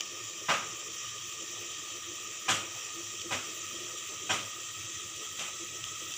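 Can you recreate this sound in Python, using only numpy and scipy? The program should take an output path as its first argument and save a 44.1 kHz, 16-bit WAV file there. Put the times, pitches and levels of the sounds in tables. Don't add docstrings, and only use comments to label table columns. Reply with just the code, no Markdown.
import sys
import numpy as np
from scipy import signal
from scipy.fft import rfft, irfft, next_fast_len
from scipy.io import wavfile
from scipy.ndimage import uniform_filter1d, map_coordinates

SR = 44100
rng = np.random.default_rng(int(sys.argv[2]) if len(sys.argv) > 2 else 0)


def voltage_ratio(decibels):
    exponent = np.asarray(decibels, float) / 20
    return 10 ** exponent


def master_out(mix):
    frames = np.transpose(np.atleast_2d(mix))
    ceiling = np.clip(frames, -1, 1)
    pcm = np.round(ceiling * 32767).astype(np.int16)
    wavfile.write(sys.argv[1], SR, pcm)


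N = 272097
TIME = np.arange(N) / SR


def unit(x):
    return x / np.sqrt(np.mean(x ** 2) + 1e-20)


def along(points, hz):
    f, level_db = np.transpose(points)
    return voltage_ratio(np.interp(np.log(hz + 1), np.log(f + 1), level_db))


def peaks(modes, hz):
    return np.sqrt(sum(voltage_ratio(2 * db) / (1 + (2 * (hz - c) / w) ** 2) ** 2 for c, w, db in modes))


def coloured(x, gain):
    size = next_fast_len(len(x) + 8192, real=True) // 2 * 2
    cepstrum = irfft(np.log(gain(np.fft.rfftfreq(size, 1 / SR)) + 1e-6), size)
    cepstrum[1:size // 2] *= 2
    cepstrum[size // 2 + 1:] = 0
    return irfft(rfft(x, size) * np.exp(rfft(cepstrum)), size)[:len(x)]


def curves(rows):
    s, *columns = np.transpose(rows)
    return [np.interp(TIME, s, c) for c in columns]


def wobble(rate):
    return map_coordinates(rng.standard_normal(int(N * rate / SR) + 4), [TIME * rate])


def crackle(rate, spread_db, share, size=N):
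    size_db = spread_db * np.minimum(rng.exponential(size=size), 3)
    bursts = (rng.random(size) < rate / SR) * voltage_ratio(size_db) * rng.uniform(-1.16, 1, size)
    share = np.clip(share, 0, 1)
    return np.sqrt(share) * unit(bursts) + np.sqrt(1 - share) * rng.standard_normal(size)


def patchy(x, depth_db):
    z = signal.stft(x, nperseg=256)[2]
    field = rng.standard_normal(z.shape)
    field = uniform_filter1d(uniform_filter1d(field, size=4, axis=0), size=16, axis=1)
    return signal.istft(z * voltage_ratio(depth_db * unit(field)), nperseg=256)[1][:N]


def warming(x):
    rise_per_s = 0.005
    return map_coordinates(x, [SR * TIME * (1 + rise_per_s * (TIME - TIME[-1]) / 2)], order=4)


# (centre [Hz], width [Hz], level [dB])
LID_MODES = [(1238, 124, 1), (1882, 165, -6), (2570, 320, -4.5), (2870, 99, -8.5), (3200, 530, -3),
             (3856, 700, -8.5), (4470, 120, -12), (5140, 130, -10.5), (5360, 44, -8), (5782, 230, -1.5),
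             (6300, 260, 0), (6997, 260, 0), (7480, 360, -3.5)]
# (frequency [Hz], level [dB])
RIM_LEAK = [(500, -47), (900, -23), (1600, -23), (2200, -14), (4200, -15.5), (6600, -7.5), (8200, -16),
            (9500, -32.5), (11000, -38.5)]
# (centre [Hz], width [Hz], level [dB])
NOTCHES = [(913, 85, -11), (1477, 244, -5.5), (4136, 176, -9), (4270, 124, -9.5), (4880, 120, -5.5),
           (6590, 240, -5.5), (7490, 120, -2)]


def lid(hz):
    cancel_db = sum(db / (1 + (2 * (hz - c) / w) ** 2) for c, w, db in NOTCHES)
    return np.hypot(peaks(LID_MODES, hz), along(RIM_LEAK, hz)) * voltage_ratio(cancel_db)


# (time [s], spray level [dB])
HEAT = [
    (0.0, -61.5),
    (1.18, -61),
    (1.49, -62),
    (3.44, -59.5),
    (5.67, -61.5),
    (6.17, -57.5),
]
# (frequency [Hz], density [dB per Hz])
SPRAY = [(7000, -36), (8500, -38), (9300, -4), (11200, -3.5), (11800, -18), (13600, -9), (14400, 0),
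         (15000, 9), (15500, 10), (16500, -17)]
# (centre [Hz], width [Hz], level over the spray [dB])
RIM_MODES = [(8080, 80, -1), (8650, 100, -5), (9300, 110, 2), (9850, 100, 8), (10430, 110, 6),
             (11230, 130, 1.5), (11650, 90, 7)]


def simmer():
    spray_db, = curves(HEAT)
    sizzle_db = -41 + 0.21 * (spray_db - spray_db.mean())
    fat = patchy(crackle(2000, spread_db=0.0, share=0.28), depth_db=1.23)
    drops = patchy(crackle(500, spread_db=0.5, share=0.21), depth_db=0.8)
    rim = coloured(drops + 0.21 * fat, lambda hz: np.hypot(1, peaks(RIM_MODES, hz)) * (hz < 16500))
    spray = coloured(warming(rim), lambda hz: along(SPRAY, hz))
    spray = unit(spray * voltage_ratio(1.5 * wobble(33) + 1.2 * wobble(70)))
    sizzle = unit(warming(coloured(fat, lid)))
    return voltage_ratio(sizzle_db + 0.31 * wobble(13)) * sizzle + voltage_ratio(spray_db + 1.5) * spray


def bubbles(count, pitch_hz, scatter, cycles):
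    when, pitch, size = rng.random(count), rng.standard_normal(count), rng.standard_normal(count)
    hz, t = (pitch_hz * np.exp(scatter * pitch))[:, None], TIME[:SR // 12]
    age = t * hz / cycles
    swell = voltage_ratio(0.7 * size[:, None]) * age * np.exp(-3 * age)
    notes = swell * np.sin(2 * np.pi * hz * t * (1 + 0.046 * age))
    index = (when * N).astype(int)[:, None] + np.arange(len(t))
    return unit(np.bincount(index.ravel(), notes.ravel())[:N])


# (time [s], bubbling level [dB])
BOIL = [(0.0, -58.5), (1.05, -57.5), (1.29, -59.5), (1.82, -56), (2.32, -58), (2.68, -56.5), (3.06, -58),
        (3.81, -54.5), (4.86, -62), (5.48, -56), (5.81, -62.5), (6.17, -57.5)]
# (centre [Hz], width [Hz], level [dB])
JUICE_MODES = [(206, 37, -9.5), (344, 51, 1.5), (430.4, 50, -3), (515.6, 43, -5), (617, 97, -10)]
# (frequency [Hz], density [dB per Hz])
BURNER = [(15, -108), (25, -73), (43, -21), (79, -8), (102, 3), (156, -7.5), (194, -14), (260, -18),
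          (340, -9), (570, -120)]


def pool():
    (bubbling_db,), (heat_db,) = curves(BOIL), curves(HEAT)
    burner_db = -60.5 - 0.6 * (bubbling_db - bubbling_db.mean()) + 0.7 * (heat_db - heat_db.mean())
    seethe = unit(coloured(rng.standard_normal(N), lambda hz: hz < 1100))
    boil = 0.54 * bubbles(count=600, pitch_hz=479.6, scatter=0.396, cycles=10.6) + 0.89 * seethe

    def pan(hz):
        return peaks(JUICE_MODES, hz) * (hz > 60) + voltage_ratio(-29.5) * (hz > 150) * (hz < 700)

    juice = coloured(patchy(boil, depth_db=3.0) * voltage_ratio(2.1 * wobble(26)), pan)
    flame = rng.standard_normal(N) * voltage_ratio(3.5 * wobble(22))
    burner = coloured(flame, lambda hz: along(BURNER, hz))
    return voltage_ratio(bubbling_db + 2.5) * unit(juice) + voltage_ratio(burner_db) * unit(burner)


# (frequency [Hz], density [dB per Hz])
WALLS = [(300, -29), (600, 1.5), (880, -2), (1050, -0.5), (1500, -0.5), (1800, -4), (2600, -34)]


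def kitchen():
    linger_db, linger_t60_s = -36.5, 2.7
    bubbling_db, = curves(BOIL)
    murmur = voltage_ratio(-64.5 + 0.45 * (bubbling_db - bubbling_db.mean()))
    linger = sum((TIME > s) * voltage_ratio(db + linger_db - 60 * np.abs(TIME - s) / linger_t60_s)
                 for s, db, *_ in KNOCKS)
    steam = patchy(rng.standard_normal(N), depth_db=4.0)
    return np.hypot(murmur, linger) * unit(coloured(steam, lambda hz: along(WALLS, hz)))


# (time [s], peak level [dB], body level through the lid [dB])
SPITS = [(0.6794, -51, 7), (1.1772, -47, 1), (1.7938, -49, 10), (2.169, -48, 9), (3.687, -46, 4),
         (3.7289, -49, 10), (5.4135, -44, -2), (5.5179, -47, 8), (5.7944, -62, 1), (5.8416, -46, 2),
         (5.9144, -46, 10), (5.9564, -54, 10.5), (6.0302, -48, 4), (6.1113, -42, 1), (6.1474, -49, -14),
         (6.1644, -49, 11)]
# (time [s], rms level [dB], pitch [Hz], length [s])
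POPS = [
    (.0071, -25.5, 3050, 0.003),
    (3.197, -38, 3300, 0.0011),
    (3.215, -37, 3000, 0.005),
    (5.3945, -34, 3200, 0.0023),
    (5.8409, -30, 3300, 0.0009),
    (6.1076, -34, 3320, 0.00071),
    (6.1203, -39, 3200, 0.0014),
    (6.139, -34, 3270, 0.00078),
    (3.878, -58, 770, 0.016),
]


def spits():
    bright, body, out, t = np.zeros(N), np.zeros(N), np.zeros(N + SR), TIME[:SR // 10]
    for s, db, body_db in SPITS:
        bright[round(s * SR)] = voltage_ratio(db + 5)
        body[round(s * SR)] = voltage_ratio(db + body_db + 10)
    for s, db, hz, length in POPS:
        ring_db = -12 + 2.5 * np.log2(length / 0.0034)
        ring_t60 = 200 / hz
        splash_modes = [(hz, 0.2 * hz, 0), (1.57 * hz, 0.2 * hz, -6),
                        (1.97 * hz, 0.47 * hz, -6), (4.8 * hz, 0.5 * hz, -28)]
        ring_modes = [(0.8 * hz, 0.07 * hz, 0)]
        noise = rng.standard_normal((2, len(t)))
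        splash = unit(coloured(noise[0], lambda f: peaks(splash_modes, f)))[::-1]
        ring = unit(coloured(noise[1], lambda f: peaks(ring_modes, f)))
        gate = voltage_ratio(-60 * np.maximum(t - length, 0) / 0.0029)
        pop = gate * splash + voltage_ratio(ring_db - 60 * t / ring_t60) * ring
        out[round(s * SR):][:len(t)] += voltage_ratio(db) * pop
    click = coloured(bright, lambda hz: along(SPRAY, hz) + voltage_ratio(2) * (hz > 8000))
    answer = coloured(body, lambda hz: np.hypot(lid(hz), voltage_ratio(-4) * (hz > 2000) * (hz < 8500)))
    return out[:N] + click + answer


# (time [s], rms level [dB], brightness [dB per octave], spot [0 middle to 1 edge])
KNOCKS = [
    (.482, -23.5, -2.5, 0.02),
    (2.478, -24, 2, 0.97),
    (3.304, -31, 0.7, 0.98),
    (4.29, -27, 1, 1),
    (5.382, -35, 3, 1),
]
# (frequency [Hz], density [dB per Hz])
HOUSE = [(24, -75), (40, -46), (93, -13.5), (462, -13), (655, -6.5), (884, -10.5), (1000, -11), (1110, -7),
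         (1220, -2.5), (1730, -9.5), (3000, -2.5), (4370, -17), (7200, -11), (11000, -36), (15600, -25)]
# (centre [Hz], width [Hz], level over the rest [dB])
STRUCK_MODES = [(561, 33, 12.5), (680, 32, 5.5), (1000, 21, 10.5), (1170, 190, -5), (1570, 110, -17),
                (2020, 50, 5), (2510, 35, 8), (2500, 95, -12), (3300, 120, -9), (5400, 57, -4),
                (5680, 50, 19.5)]
# (pitch [Hz], t60 [s], level struck in the middle [dB], level at the edge [dB])
LEAD_NOTES = [(768, 0.15, -8, -5), (1009, 0.19, -4, -6), (1247, 0.53, -3.5, -8), (1590, 0.14, -5, -8),
              (2478, 0.05, -11, 2), (2750, 0.11, -8, -18)]


def knocks():
    out, t = np.zeros(N + SR), TIME[:SR // 2]
    t60 = 0.4
    soft_db, soft_loss = -32.5, 3.2

    def low(hz):
        return 1 / (1 + (hz / 450) ** 4)

    def high(hz):
        return 1 / (1 + (4200 / (hz + 1)) ** 6)

    def swell(rise, t60, hold):
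        return (1 - np.exp(-(t / rise) ** 2)) * voltage_ratio(-60 * (np.hypot(t, hold) - hold) / t60)

    for s, db, bright_db, spot in KNOCKS:
        thud_db = np.interp(spot, [0, 1], [-2.5, 11])
        build = np.interp(spot ** 3, [0, 1], [0.01, 0.014])
        echoes = crackle(3000, spread_db=-2.2, share=0.11, size=len(t))
        echoes = patchy(echoes, depth_db=1.5)[:len(t)]

        def colour(hz):
            tilt = voltage_ratio(bright_db * np.log2((hz + 300) / 2000))
            return along(HOUSE, hz) * tilt / (1 + (hz / 11000) ** 3)

        def band(gain):
            return coloured(echoes, lambda hz: colour(hz) * gain(hz))

        thud = voltage_ratio(thud_db) * swell(1.22 * build, 0.9 * t60, 0.022) * band(low)
        wide = swell(build, 1.03 * t60, 0.022) * band(lambda hz: (1 - low(hz)) * (1 - high(hz)))
        treble = voltage_ratio(0.73) * swell(build, 0.79 * t60, 0.055) * band(high)
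        ring = voltage_ratio(-7) * swell(0.36 * build, 1.18 * t60, 0.0079) * band(lambda hz: peaks(STRUCK_MODES, hz))
        reverb = (thud + wide + treble + ring) / np.std(band(np.ones_like))
        boom = voltage_ratio(thud_db - 27.5) * swell(1.3 * build, t60, 0.021) * np.sin(2 * np.pi * 103 * t)
        drift = 0.074 * np.cumsum(rng.standard_normal((len(LEAD_NOTES), len(t))), axis=1)
        notes = np.zeros(len(t))
        for (hz, life, middle_db, edge_db), phase in zip(LEAD_NOTES, drift):
            note_db = middle_db + spot * (edge_db - middle_db)
            notes += voltage_ratio(note_db) * swell(0.0072, life, 0.009) * np.sin(2 * np.pi * hz * t + phase)
        notes *= voltage_ratio(soft_loss * min(db - soft_db, 0))
        out[round(s * SR):][:len(t)] += voltage_ratio(db - 0.14) * (reverb + notes + boom)
    return out[:N]


def scene():
    return (simmer() + pool() + kitchen() + spits() + knocks())[None]


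def band_limit(x):
    return signal.sosfilt(signal.butter(12, 16630, fs=SR, output="sos"), x)


def record(dry):
    spectrum, hz = rfft(dry), np.fft.rfftfreq(N, 1 / SR)
    kept = irfft(spectrum * ((hz < 15500) / (1 + (22 / (hz + 1)) ** 2)), N)
    return band_limit(kept)


dry = scene()
out = record(dry)
master_out(out)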